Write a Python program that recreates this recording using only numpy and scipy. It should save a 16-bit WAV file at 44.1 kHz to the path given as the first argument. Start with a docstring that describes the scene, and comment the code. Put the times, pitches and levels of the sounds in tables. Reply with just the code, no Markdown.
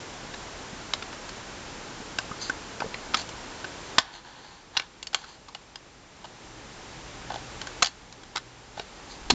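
"""In a small room, an old folding camera is handled close to the microphone.
Its struts, catches and front plate click by impact, and its hollow housing knocks in damped low modes.
As the bellows fold in, metal slides on metal with stick-slip friction; a dry joint squeals, loose parts
rebound, a small spring pings, and the front snaps shut. Behind it lie hiss and a faint hum, which sink
after two of the hardest snaps and creep back."""
import sys
import numpy as np
from scipy import signal
from scipy.fft import rfft, irfft, next_fast_len
from scipy.io import wavfile

SR = 44100
rng = np.random.default_rng(int(sys.argv[2]) if len(sys.argv) > 2 else 0)


def generate_wav(signal):
    """Clip the signal to [-1, 1] and save it as 16-bit WAV at the path in sys.argv[1]."""
    frames = np.transpose(np.atleast_2d(signal))
    scaled = np.clip(frames, -1, 1) * 32767
    pcm = np.round(scaled).astype(np.int16)
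    wavfile.write(sys.argv[1], SR, pcm)


N = 411894


def from_db(db):
    """Amplitude ratio of a level in decibels."""
    return 10 ** (np.asarray(db) / 20)


def rms_one(x):
    """Normalisation to unit mean power."""
    return x / np.sqrt(np.mean(x ** 2) + 1e-20)


def energy_one(x):
    """Normalisation to unit total energy."""
    return x / np.sqrt(np.sum(x ** 2) + 1e-20)


def add(out, start_s, sound):
    """Superposition: a sound adds to the mix from its onset."""
    i = min(max(round(start_s * SR), 0), N)
    out[i:i + len(sound)] += sound[:N - i]


def band(x, low, high):
    """Causal band-pass filtering between two frequencies in Hz."""
    return signal.sosfilt(signal.butter(3, [low, high], "band", fs=SR, output="sos"), x)


def resonate(x, hz, width):
    """Forced response of a damped oscillator, with unit gain at resonance."""
    r = np.exp(-np.pi * width / SR)
    feedback = [1, -2 * r * np.cos(2 * np.pi * hz / SR), r * r]
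    return signal.lfilter(np.array([1, 0, -1]) * (1 - r * r) / 2, feedback, x)


def coloured(spectrum):
    """Spectral shaping of white noise, at unit rms."""
    hz, db = np.transpose(spectrum)
    size = next_fast_len(N)
    bins = np.maximum(np.fft.rfftfreq(size, 1 / SR), 1)
    gain = from_db(np.interp(np.log(bins), np.log(hz), db))
    return rms_one(irfft(rfft(rng.standard_normal(size)) * gain, size)[:N])


# hiss before and after folding: (frequency [Hz], relative spectral level [dB])
HISS_OPEN = [(15, -35), (25, -0.5), (81, -7), (143, -6.5), (174, -6.5), (356, -5), (391, -6), (712, -9),
             (904, -7), (1180, -10.5), (1530, -10), (1770, -12.5), (3450, -15.5), (6430, -18),
             (7600, -18.5), (9880, -13), (16700, -120)]
HISS_FOLDED = [(15, -51), (25, -5.5), (49, -2), (85, -10), (118, -8.5), (162, -8.5), (210, -10), (308, -8),
               (452, -11), (497, -10.5), (712, -14), (783, -9.5), (1070, -13.5), (6910, -22), (7600, -22),
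               (9880, -14.5), (16700, -120)]
# envelope of the hum: (time [s], level re hiss [dB])
HUM_ENVELOPE = [(6.2, -24), (6.5, -12), (8.5, -12.5), (8.9, -21)]
# dips of the background after hard snaps: (time [s], depth [dB], hold [s])
BACKGROUND_DIPS = [(3.983, 10.5, 2.086), (7.82, 8, 0.86)]

def background(level_db=-40, hum_hz=118.5, waver_db=3.5, wander_rad=1.4, sink_s=.012, recover_s=.6):
    """Modulation: a hum wavers in level and phase over hiss; both dip and recover exponentially."""
    t = np.arange(N) / SR
    folded = np.clip((t - 3.95) / .1, 0, 1)   # equal-power crossfade
    hiss = np.sqrt(1 - folded) * coloured(HISS_OPEN) + np.sqrt(folded) * coloured(HISS_FOLDED)
    knots = np.linspace(0, t[-1], 110)
    swell, drift = [np.interp(t, knots, rng.standard_normal(len(knots))) for _ in range(2)]
    hum_db = np.interp(t, *np.transpose(HUM_ENVELOPE)) + waver_db * swell
    hum = np.sqrt(2) * np.sin(2 * np.pi * hum_hz * t + wander_rad * drift) * from_db(hum_db)
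    dip_db = 0
    for start, depth, hold in BACKGROUND_DIPS:
        sinking = np.clip((t - start) / sink_s, 0, 1)
        dip_db += depth * sinking * np.exp(-np.maximum(t - start - hold, 0) / recover_s)
    return from_db(level_db - dip_db) * (hiss + hum)


def chatter(t, length, t60=.013, first_blow=5.4, grain_db=2.5):
    """Contact force: an impulse, then dense tiny re-contacts that die away at once."""
    recontacts = rng.standard_normal(len(t)) * from_db(grain_db * rng.standard_normal(len(t)))
    force = recontacts * from_db(-60 * np.maximum(t - length, 0) / t60)
    force[0] += first_blow * rng.choice([-1, 1])
    return force


def coupled_modes(x, hz, width, share):
    """Energy transfer: a share of the sound passes to two coupled modes, which swell and ring out."""
    share = np.clip(share, 0, 1)
    ring = energy_one(resonate(resonate(x, hz, width), hz, width))
    return energy_one(np.sqrt(1 - share) * energy_one(x) + np.sqrt(share) * ring)


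# impacts of metal parts; hardness is clink re knock, edge is tick re clink:
# (time [s], chatter length [s], knock level [dB], hardness [dB], edge [dB], plate [Hz], strut [Hz])
METAL_IMPACTS = [(0.339, .007, -40, 0.5, -13, 1530, 3860), (0.9354, 0.0018, -29, 6.5, -10.5, 1410, 3900),
                 (1.0237, 0.0029, -36.5, 0.5, -12, 1410, 3550), (1.1287, .0026, -43, -3, -11, 1390, 2820),
                 (1.291, .0036, -44.5, 3, -1.5, 1070, 4350), (2.1858, 0.0019, -25, -1.5, -5.5, 1570, 2660),
                 (2.3123, .0038, -35, -20, -2, 1260, 3170), (2.4965, 0.0027, -25.5, -15, 2.5, 1510, 2700),
                 (2.803, .0031, -33, -2, -16, 1340, 2520), (2.8197, .0012, -28.5, -23, -6, 950, 2520),
                 (2.942, .0035, -33.5, -5.5, -13, 2150, 4220), (3.137, 0.0041, -34, -2, -20, 1370, 2550),
                 (3.1433, 0.005, -21.5, 1.5, -11, 1290, 3260), (3.29, 0.0032, -48.5, 7.5, -2, 660, 2780),
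                 (3.6427, .0071, -34, -6.5, -10, 1500, 2720), (3.9828, 0.0042, -15.5, 2.5, -8, 1085, 3410),
                 (4.768, 0.0019, -30, 7, -17, 1140, 2870), (4.7725, 0.0012, -31, 10.5, -11, 2060, 3940),
                 (5.0277, 0.0021, -47, 9.5, -1.5, 1740, 2720), (5.0697, 0.0024, -48.5, 12, -3, 1740, 4530),
                 (5.1303, 0.0064, -40.5, 1, -6, 700, 3380), (5.1453, 0.0012, -25.5, 4, -5, 2110, 3200),
                 (5.2385, .0068, -44, -5, -7, 1360, 4120), (5.484, 0.0076, -44, -4.5, -5, 1020, 4170),
                 (5.5484, 0.0028, -41, 4, -10, 790, 2980), (5.757, 0.0016, -43.5, 5, -7, 930, 3230),
                 (6.243, .013, -40, -5.5, -6.5, 730, 3000), (7.3018, .0027, -30, -14, -15, 740, 3140),
                 (7.6147, 0.0025, -40, 6, -6.5, 750, 3100), (7.67, 0.0025, -36, -7, 1, 1520, 4480),
                 (7.8226, 0.0015, -21.5, -4, -1.5, 1280, 3330), (7.8253, 0.0041, -21, 4.5, -3, 1390, 4130),
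                 (8.125, 0.0021, -56, 8, -2, 1630, 4090), (8.2337, .003, -50, 1, -3, 1490, 3240),
                 (8.3558, .0018, -32.5, -14, -1, 840, 3610), (8.7727, .0047, -38, -9, -7.5, 740, 3500),
                 (8.7962, 0.0019, -35, 0, -12, 710, 3680), (9.3005, .001, -30.5, 6.5, -15, 1800, 2600),
                 (9.3024, 0.006, -18.5, 4.5, -6, 810, 4120)]
# bands of thud, knock, clink and tick: (lower limit [Hz], upper limit [Hz])
IMPACT_BANDS = [(110, 620), (600, 2400), (2400, 5300), (5300, 8000)]
# natural modes of the frame: (frequency [Hz], level re driving band [dB], 60 dB decay time [s])
FRAME_MODES = [(773.5, -15.5, 0.098), (1088, -13.5, .07), (1520, -12.5, 0.056), (1752, -18, 0.068),
               (2060, -25.5, 0.11), (3357, -12, 0.016), (3670, -22.5, 0.041), (4090, -24.5, 0.053),
               (4260, -29, .06), (5540, -24, .06), (6600, -14.5, 0.031), (6500, -17, 0.047)]

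def impacts(rows, mode_spread_db=2.5):
    """Impact excitation: each blow rings the case, a hand-damped plate and strut, and the frame."""
    out, t = np.zeros(N), np.arange(SR // 8) / SR
    for start, length, knock_db, hardness_db, edge_db, plate_hz, strut_hz in rows:
        force = chatter(t, length)
        thud, knock, clink, tick = [energy_one(band(force, low, high)) for low, high in IMPACT_BANDS]
        hollow_case = from_db(-21) * energy_one(resonate(force, hz=940, width=79))
        # harder contacts give less plate resonance and less thud
        knock = coupled_modes(knock + hollow_case, plate_hz, width=300, share=.51 - .1 * hardness_db)
        thud_db = -15.5 - .32 * hardness_db
        clink = coupled_modes(clink, strut_hz, width=430, share=.18)
        levels_db = knock_db + np.array([thud_db, 0, hardness_db, hardness_db + edge_db])
        gains = from_db(levels_db) * np.sqrt(SR / 100)   # levels are energy spread over 10 ms
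        hit = sum(gain * part for gain, part in zip(gains, (thud, knock, clink, tick)))
        for hz, db, t60 in FRAME_MODES:
            drive = gains[sum(hz > high for _, high in IMPACT_BANDS[:-1])]   # the band the mode lies in
            strength = from_db(db + mode_spread_db * rng.uniform(-1, 1)) * rng.choice([-1, 1])
            hit += drive * strength * energy_one(np.sin(2 * np.pi * hz * t) * from_db(-60 * t / t60))
        add(out, start, hit)
    return out


# knocks of the housing: (time [s], level [dB], frequency [Hz], 60 dB decay time [s])
HOUSING_KNOCKS = [(0.731, -28, 220, .03), (2.0028, -28.5, 260, 0.023), (2.186, -28.5, 300, 0.028),
                  (2.312, -27, 202, .036), (2.804, -26.5, 420, .025), (2.843, -25, 454, .049),
                  (2.861, -29, 200, .04), (2.8612, -28, 535, .03), (7.8245, -18.5, 718, .055),
                  (8.7963, -28, 424, 0.034), (9.212, -40, 50, .12), (9.262, -35, 42, .2),
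                  (9.302, -16.5, 404, .03), (9.304, -26, 55, .12), (9.322, -21, 265, 0.081),
                  (9.334, -20.5, 240, 0.073)]

def housing():
    """Damped vibration: a bump of the hand or the front slamming home rings a low mode of the housing."""
    out, t = np.zeros(N), np.arange(SR // 4) / SR
    for start, db, hz, t60 in HOUSING_KNOCKS:
        add(out, start, from_db(db - 60 * t / t60) * np.sin(2 * np.pi * hz * t))
    return out


# strokes of metal on metal: (time of peak [s], release [s], level [dB], squeak re body [dB])
SLIDE_STROKES = [(2.422, 0.12, -36.5, 9), (3.18, 0.065, -34, 2), (4.015, 0.26, -45.5, -17),
                 (4.15, 0.06, -42.5, -4.5), (4.26, .42, -48.5, -10), (4.44, 0.25, -50, -4),
                 (4.76, 0.13, -42.5, -12), (5.174, 0.14, -46, -2), (5.29, 0.1, -48, -1),
                 (7.338, .1, -45.5, -6), (7.865, 0.036, -37, 2), (8.376, 0.024, -44, -12),
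                 (8.792, 0.05, -43, -3), (9.116, .064, -45, 5), (9.325, .05, -37, -4)]
# dull plate modes and bright strut modes: (frequency [Hz], bandwidth [Hz], relative gain [dB])
PLATE_MODES = [(780, 190, -6), (1000, 200, -4.5), (1370, 230, -10), (1680, 200, -7), (3460, 1040, -14.5)]
STRUT_MODES = [(4200, 560, -6.5), (4750, 390, -4), (5000, 190, -9.5), (6230, 110, -4.5),
               (6600, 1800, -14.5)]

def slides(attack_s=.035, grain_db=7.0):
    """Sliding friction: tiny random slips drive the plates and struts as each stroke swells and fades."""
    out = np.zeros(N)
    for peak, release, db, squeak_db in SLIDE_STROKES:
        t = np.arange(-attack_s, release, 1 / SR)
        slips = rng.standard_normal(len(t)) * from_db(grain_db * np.minimum(rng.exponential(1, len(t)), 4))
        body, squeak = modal_response(slips, PLATE_MODES), modal_response(slips, STRUT_MODES)
        stroke = np.interp(t, [-attack_s, 0, release], [0, 1, 0])
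        add(out, peak - attack_s, from_db(db) * stroke * rms_one(body + from_db(squeak_db) * squeak))
    return out


def modal_response(force, modes):
    """Modal superposition: resonances of alternating polarity, summed and scaled to unit rms."""
    rings = [from_db(db) * resonate(force, hz, width) for hz, width, db in modes]
    return rms_one(sum((-1) ** k * ring for k, ring in enumerate(rings)))


# squeal of a dry joint: (start [s], time of peak [s], end [s], level [dB])
JOINT_SQUEALS = [(2.409, 2.427, 2.455, -36)]
# modes of the joint: (frequency [Hz], bandwidth [Hz], relative level [dB])
JOINT_MODES = [(4780, 90, 1), (6210, 70, -2)]

def dry_joint():
    """Stick-slip friction: a dry joint sings in two narrow modes."""
    out = np.zeros(N)
    for start, peak, end, db in JOINT_SQUEALS:
        t = np.arange(start, end, 1 / SR)
        slips = rng.standard_normal(len(t))
        song = sum(from_db(level) * rms_one(resonate(slips, hz, width))
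                   for hz, width, level in JOINT_MODES)
        add(out, start, from_db(db) * np.interp(t, [start, peak, end], [0, 1, 0]) * rms_one(song))
    return out


# rattles of loose parts: (time [s], first gap [s], knock level [dB], loss per bounce [dB],
# hardness [dB], edge [dB], plate [Hz], strut [Hz])
LOOSE_PARTS = [(3.17, 0.026, -41, 3.5, 7.5, -4, 1030, 4450), (4.797, .023, -32, 17, 2, -11, 2290, 2660),
               (7.319, 0.022, -36.5, -1, -8, -9, 740, 3420),
               (7.8456, .0136, -35.5, 2.5, 8.5, -4.5, 1490, 4670),
               (8.3595, .0102, -33, 2, 2, -6, 1300, 3900)]

def rebounds(count=3, gap_ratio=.75, chatter_s=.0017):
    """Inelastic bouncing: rows of impacts that follow ever sooner and, in most rattles, weaker."""
    rows = []
    for time, gap, db, loss_db, *timbre in LOOSE_PARTS:
        for k in range(count):
            rows.append((time, chatter_s, db - k * loss_db, *timbre))
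            time += gap * gap_ratio ** k
    return rows


# pings of a small spring: (time [s], level [dB])
SPRING_PINGS = [(5.028, -47), (5.071, -38), (7.614, -47), (7.672, -45), (7.872, -35)]

def spring(hz=4450, t60=.072):
    """Free vibration: after the catches slip, a spring rings thinly in one decaying mode."""
    out, t = np.zeros(N), np.arange(SR // 4) / SR
    for start, db in SPRING_PINGS:
        add(out, start, from_db(db - 60 * t / t60) * np.sin(2 * np.pi * hz * t))
    return out


def room(x, first_echo_s=.003, recess_db=-12, recess_t60=.066, tail_db=-23, tail_t60=.26):
    """Reverberation: quick reflections from the window recess and a faint diffuse tail from the room."""
    t = np.arange(SR // 2) / SR
    response = 0
    for db, t60 in ((recess_db, recess_t60), (tail_db, tail_t60)):
        echoes = rng.standard_normal(len(t)) * from_db(-60 * t / t60) * (t > first_echo_s)
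        response += from_db(db) * energy_one(echoes)
    return x + signal.fftconvolve(x, response)[:N]


def scene():
    """Superposition of the reverberant metal sounds, the direct housing knocks and the background."""
    metal = impacts(METAL_IMPACTS + rebounds()) + slides() + dry_joint() + spring()
    return (room(metal) + housing() + background())[None]


def record(dry, ceiling=.8, shelf_hz=7450, shelf_drop_db=19, cutoff_hz=8700):
    """Saturation and band limiting: peaks are rounded, the treble drops to a low shelf and is then cut."""
    rounded = ceiling * np.tanh(dry / ceiling) * signal.windows.tukey(N, .0006)
    shelved = signal.sosfilt(signal.ellip(5, .3, shelf_drop_db, shelf_hz, fs=SR, output="sos"), rounded)
    return signal.sosfilt(signal.cheby1(12, .2, cutoff_hz, fs=SR, output="sos"), shelved)


dry = scene()
out = record(dry)
generate_wav(out)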